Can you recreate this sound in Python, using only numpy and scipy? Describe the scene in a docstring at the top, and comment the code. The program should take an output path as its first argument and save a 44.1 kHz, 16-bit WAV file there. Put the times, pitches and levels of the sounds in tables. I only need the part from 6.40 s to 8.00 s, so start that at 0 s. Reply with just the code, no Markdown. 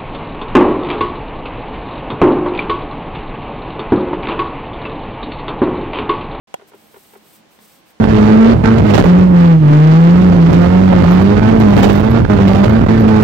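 """A quiet room with a hot stove, on a stereo pair of microphones. A fan-like rush and hum come in first
and stay in the background. Close to the microphones a sharp click rings a small housing, and four soft
double thumps follow, like a small mechanism that starts and stops. From the first thumps on, a water
drop skates on the burner, its steam hissing in spurts whenever it touches the metal. Late on it spits
once, with a dull pop, and hisses on."""
import sys
import numpy as np
from scipy import signal
from scipy.fft import rfft, irfft, next_fast_len
from scipy.io import wavfile
from scipy.ndimage import map_coordinates

SR = 44100
rng = np.random.default_rng(int(sys.argv[2]) if len(sys.argv) > 2 else 0)


def master_out(mix):
    """Clip the mix to full scale and print it as 16-bit PCM to the path in sys.argv[1]."""
    frames = np.transpose(np.atleast_2d(mix))
    ceiling = np.clip(frames, -1, 1)
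    pcm = np.round(ceiling * 32767).astype(np.int16)
    wavfile.write(sys.argv[1], SR, pcm)


N = 70560

# steam while the drop touches the metal (start [s], end [s], level [dB], 20 dB rise [s], 20 dB fall [s])
STEAM_SPURTS = [(.28, .299, -58.3, .016, .012), (.349, .357, -62, .02, .02), (.378, .477, -61.7, .03, .05),
                (.502, .548, -60.7, .03, .05), (.575, .746, -57.2, .07, .028),
                (.771, .78, -60.5, .02, .012), (.868, .92, -58.2, .13, .03), (.936, .966, -54.3, .04, .052),
                (1.111, 1.16, -63, .03, .055), (1.222, 1.26, -55.2, .052, .03),
                (1.276, 1.356, -57.4, .03, .07), (1.376, 1.39, -65, .02, .015),
                (1.474, 1.514, -62, .036, .03)]
# steam at the drop's rim (frequency [Hz], relative density [dB])
HISS_SPECTRUM = [(3000, -31), (5000, -10), (7300, -6.5), (8000, 0.5), (9000, -0.5), (9800, -6),
                 (11300, -3.5), (12600, 1), (15500, -1.5)]
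# the hiss across the microphones (frequency [Hz], left-right likeness [-1..1])
HISS_LIKENESS = [(4000, 0.44), (7000, 0.3), (8500, 1), (11000, 0.31), (14000, 0.82)]
# the lower sizzle of hard boiling (frequency [Hz], relative density [dB])
SIZZLE_SPECTRUM = [(900, -8.5), (1800, -8), (3200, -5), (4500, -7.5), (6500, -10), (9000, -24)]
# the drop's pop (frequency [Hz], relative density [dB])
SPIT_SPECTRUM = [(300, -7), (600, -3), (1100, -8), (1850, -4), (2300, -19), (3400, -8.5), (5000, -36)]

# the click snaps, then seats (delay [s], relative level [dB], t60 [s], left over right [dB])
CLICK_CRACKS = [(0, -11.5, 0.0081, -2), (.0028, -10, 0.01, 8)]
# the noise of each crack (frequency [Hz], relative density [dB])
CRACK_SPECTRUM = [(60, 6.5), (500, -4), (1200, 1), (3000, -2.5), (4200, -8.5), (7000, -6.5), (10000, -2.5),
                  (15500, -19)]
# the housing's main mode (frequency [Hz], relative level [dB], t60 [s], left [gain], right [gain])
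ROCKING_MODE = [(737, 4.8, .037, .8, -1)]
# its other modes (frequency [Hz], relative level [dB], t60 [s], left [gain], right [gain])
HOUSING_MODES = [(330, 1.5, 0.0075, 0.66, -1), (572, 1, 0.021, 0.2, 0.82), (820, -16, 0.062, 0.68, 1),
                 (967, -2.5, 0.023, 0.068, 0.99), (1480, -11, 0.035, 0.11, -0.99),
                 (2190, 1.5, 0.008, 0.78, -0.56), (2775, -4.5, 0.013, 0.17, -1.09),
                 (3194, -11, 0.0197, 0.89, 0.18), (3304, -26, 0.093, 0.76, 0.72),
                 (6300, -9, 0.0046, .7, -0.83)]

# moves of the mechanism (time [s], level [dB])
MECHANISM_MOVES = [(.1956, -39.7), (.3174, -37.6), (.5416, -37.3), (.7342, -37.6)]
# knocks within a move (delay [s], relative level [dB], dullness [dB/octave], contact time [s])
MOVE_KNOCKS = [(0, -7.5, -1, .001), (.0022, -4.3, .5, .001), (.017, -15, -5, .001), (.0213, -12, -4, .001),
               (.0262, 10.5, 9, .0022)]
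# the relaxed mechanism (frequency [Hz], relative level [dB], t60 [s], left [gain], right [gain])
MECHANISM_MODES = [(302, -14, 0.049, 0.96, 0.11), (396, 2, 0.052, 1, 0.52), (452, -1, 0.033, 0.8, 0.99),
                   (540, -28, 0.09, 0.55, 0.86), (850, -1.5, 0.027, 0.27, 1), (898, -3.5, 0.027, 1, 0.42),
                   (1420, 0.5, 0.03, 0.67, -1.3), (2130, -12, 0.029, 0.79, 1)]
# its rattle (frequency [Hz], relative density [dB])
RATTLE_SPECTRUM = [(300, -6), (700, 17.5), (1100, 8), (1700, 2), (2400, 1), (3400, -4), (5000, -26),
                   (10000, -40)]

# the room's rush (frequency [Hz], relative density [dB])
ROOM_SPECTRUM = [(25, -23), (60, -11), (110, -9), (170, -3.5), (260, -4), (450, -6), (800, -6.5),
                 (1250, -12), (2000, -13.5), (3000, -14.5), (4200, -18), (6500, -23), (8000, -26),
                 (15500, -36.5)]
# the rush across the microphones (frequency [Hz], left-right likeness [-1..1])
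ROOM_LIKENESS = [(60, 0), (200, 0.044), (450, 0.24), (1500, 0.11), (5000, 0), (14000, 0)]
# lines of the hum (frequency [Hz], rms level [dB])
HUM_LINES = [(166, -71), (807, -72.5), (1065, -72)]
# swells of the low drone (time [s], rms level [dB])
LOW_DRONE_LEVELS = [(.07, -72.5), (.43, -61), (.6, -71), (.78, -56.5), (.86, -61), (.91, -77), (.97, -61.5),
                    (1.07, -63), (1.13, -76), (1.22, -56), (1.42, -82), (1.6, -58.5)]
# swells of the upper drone (time [s], rms level [dB])
HIGH_DRONE_LEVELS = [(.07, -69), (.27, -62), (.5, -64), (.75, -71), (.91, -64), (1.1, -73), (1.6, -68)]

TIME = np.arange(N) / SR
RING_TIME = np.arange(int(0.2 * SR)) / SR


def steam(simmer_db=-82, hard_boil_db=-58, flutter_db=1.06, growth_db_per_s=3):
    """On the burner: spurts of steam drive a bright fluttering hiss and a lower, slowly growing sizzle."""
    power = amp(simmer_db) ** 2
    for start, end, db, rise, fall in STEAM_SPURTS:
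        outside = np.maximum((start - TIME) / rise, (TIME - end) / fall)
        power += amp(db - 20 * np.maximum(0, outside)) ** 2
    boil_db = 10 * np.log10(power)
    hiss_db = boil_db + 4.5 + flutter_db * wobble(150)
    hiss = amp(hiss_db) * rush([(1000, -60)] + HISS_SPECTRUM, HISS_LIKENESS)
    surge_db = 0.84 * (boil_db - hard_boil_db)  # the sizzle swings less than the hiss
    sizzle_db = hard_boil_db - 1.5 + surge_db + growth_db_per_s * (TIME - 1)
    sizzle = amp(sizzle_db) * rush(SIZZLE_SPECTRUM, likeness=[(3000, 0.66)])
    return hiss * pan(db=-0.1) + sizzle * pan(db=-0.5)


def spit():
    """One dull pop as the drop falls back on the metal."""
    return amp(-44.5) * dying(start=1.189, t60=0.055) * rush(SPIT_SPECTRUM, likeness=[(1000, 0.07)])


def click(start_s=0.1414):
    """Close up: a snap and its seating crack; the housing rocks the microphones against each other."""
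    grit = rush(CRACK_SPECTRUM, likeness=[(1000, -0.11)])
    sound = sum(amp(db) * pan(pan_db) * dying(start_s + delay, t60) * grit
                for delay, db, t60, pan_db in CLICK_CRACKS)
    add(sound, ring(ROCKING_MODE + HOUSING_MODES), start_s)
    return amp(-17) * low_cut(sound, hz=162)


def thumps(pitch_lift=0.074, relax_s=0.026, rattle_t60=0.052):
    """Close up: each move of the mechanism knocks, rattles briefly and ends on a dull, lower stop."""
    knocks, rattle_power = np.zeros((2, N)), np.zeros(N)
    for delay, db, dull_db, contact_s in MOVE_KNOCKS:
        stretch = 1 + pitch_lift * max(0, 1 - delay / relax_s)  # rings higher as a move starts
        attack = 1 - np.exp(-RING_TIME / contact_s)
        knock = ring(MECHANISM_MODES, dull_db, stretch) * attack
        for start, move_db in MECHANISM_MOVES:
            strength = amp(move_db + db + rng.normal(0, 1.0))
            add(knocks, strength * knock, start + delay)
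            shake = strength * amp(-2 * dull_db) * fading(rattle_t60)  # dull knocks rattle less
            add(rattle_power, shake ** 2, start + delay)
    rattle = amp(-4) * np.sqrt(rattle_power) * rush(RATTLE_SPECTRUM, likeness=[(1000, 0.48)])
    return low_cut(knocks + rattle, hz=296)  # small parts radiate little bass


def room(low_drone_hz=213.5, high_drone_hz=312.6, waver_db=1, waver_rad=0.4):
    """In the background: a steady rush with wavering lines of hum, two of which swell and fade."""
    drones = [(low_drone_hz, np.interp(TIME, *np.transpose(LOW_DRONE_LEVELS))),
              (high_drone_hz, np.interp(TIME, *np.transpose(HIGH_DRONE_LEVELS)))]
    hum = np.zeros(N)
    for hz, db in HUM_LINES + drones:
        peak = np.sqrt(2) * amp(db + waver_db * wobble(11.8))
        hum += peak * np.sin(2 * np.pi * hz * TIME + waver_rad * wobble(13.22))
    return amp(-52.5) * rush(ROOM_SPECTRUM, ROOM_LIKENESS) * pan(db=-1.4) + hum


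def ring(modes, dull_db=0, stretch=1):
    """Struck modes as both microphones get them; a soft blow loses dull_db per octave."""
    sound = 0
    for hz, db, t60, left, right in modes:
        octaves = np.log2(hz / modes[0][0])
        tone = np.sin(2 * np.pi * hz * stretch * RING_TIME)
        sound += np.outer([left, right], amp(db - dull_db * octaves) * fading(t60) * tone)
    return sound


def rush(spectrum, likeness):
    """Coloured stereo noise of rms 1; likeness sets how well the two microphones agree."""
    def response(hz):
        width = np.arccos(np.clip(along(likeness, hz), -1, 1)) / 2
        return amp(along(spectrum, hz)) * [np.cos(width), np.sin(width)]
    mid, side = filtered(rng.standard_normal((2, N)), response)
    noise = np.array([mid + side, mid - side])
    return noise / np.sqrt(np.mean(noise ** 2))


def wobble(rate):
    """A smooth random curve, rate knots a second."""
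    knots = rng.standard_normal(int(N * rate / SR) + 4)
    at = np.linspace(0, N * rate / SR, N // 40)
    return np.interp(TIME * rate, at, map_coordinates(knots, [at]))


def fading(t60):
    """A short envelope that falls 60 dB in t60 seconds."""
    return np.exp(-np.log(1000) * RING_TIME / t60)


def dying(start, t60):
    """An envelope that jumps up at start seconds and dies away."""
    envelope = np.zeros(N)
    add(envelope, fading(t60), start)
    return envelope


def add(track, sound, start):
    """Mix a short sound into a track at start seconds."""
    part = track[..., max(0, round(start * SR)):][..., :sound.shape[-1]]
    part += sound[..., :part.shape[-1]]


def amp(db):
    """Decibels to gain."""
    return 10 ** (np.asarray(db) / 20)


def pan(db):
    """Microphone gains, left louder than right by db."""
    return amp(np.array([[db], [-db]]) / 2)


def along(points, hz):
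    """Interpolate (frequency, value) points on a log axis."""
    freqs, values = np.transpose(points)
    return np.interp(np.log(hz + 1), np.log(freqs + 1), values)


def filtered(x, response):
    """Shape x by a gain for each frequency."""
    size = next_fast_len(N + 4096, real=True)
    return irfft(rfft(x, size) * response(np.fft.rfftfreq(size, 1 / SR)), size)[..., :N]


def low_cut(x, hz):
    """Roll off the bass below hz."""
    return signal.sosfilt(signal.butter(2, hz, "highpass", fs=SR, output="sos"), x)


def scene():
    """Drop, mechanism and room as they reach the microphones."""
    return steam() + spit() + click() + thumps() + room()


def record(dry, start_s=0.072, fade_s=0.0027, top_hz=15850):
    """The microphones open after a moment of silence and pass nothing above the band limit."""
    opened = np.clip((TIME - start_s) / fade_s, 0, 1)
    return filtered(dry * opened, lambda hz: np.clip((top_hz - hz) / 100 + 0.5, 0, 1))


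dry = scene()
out = record(dry)
master_out(out)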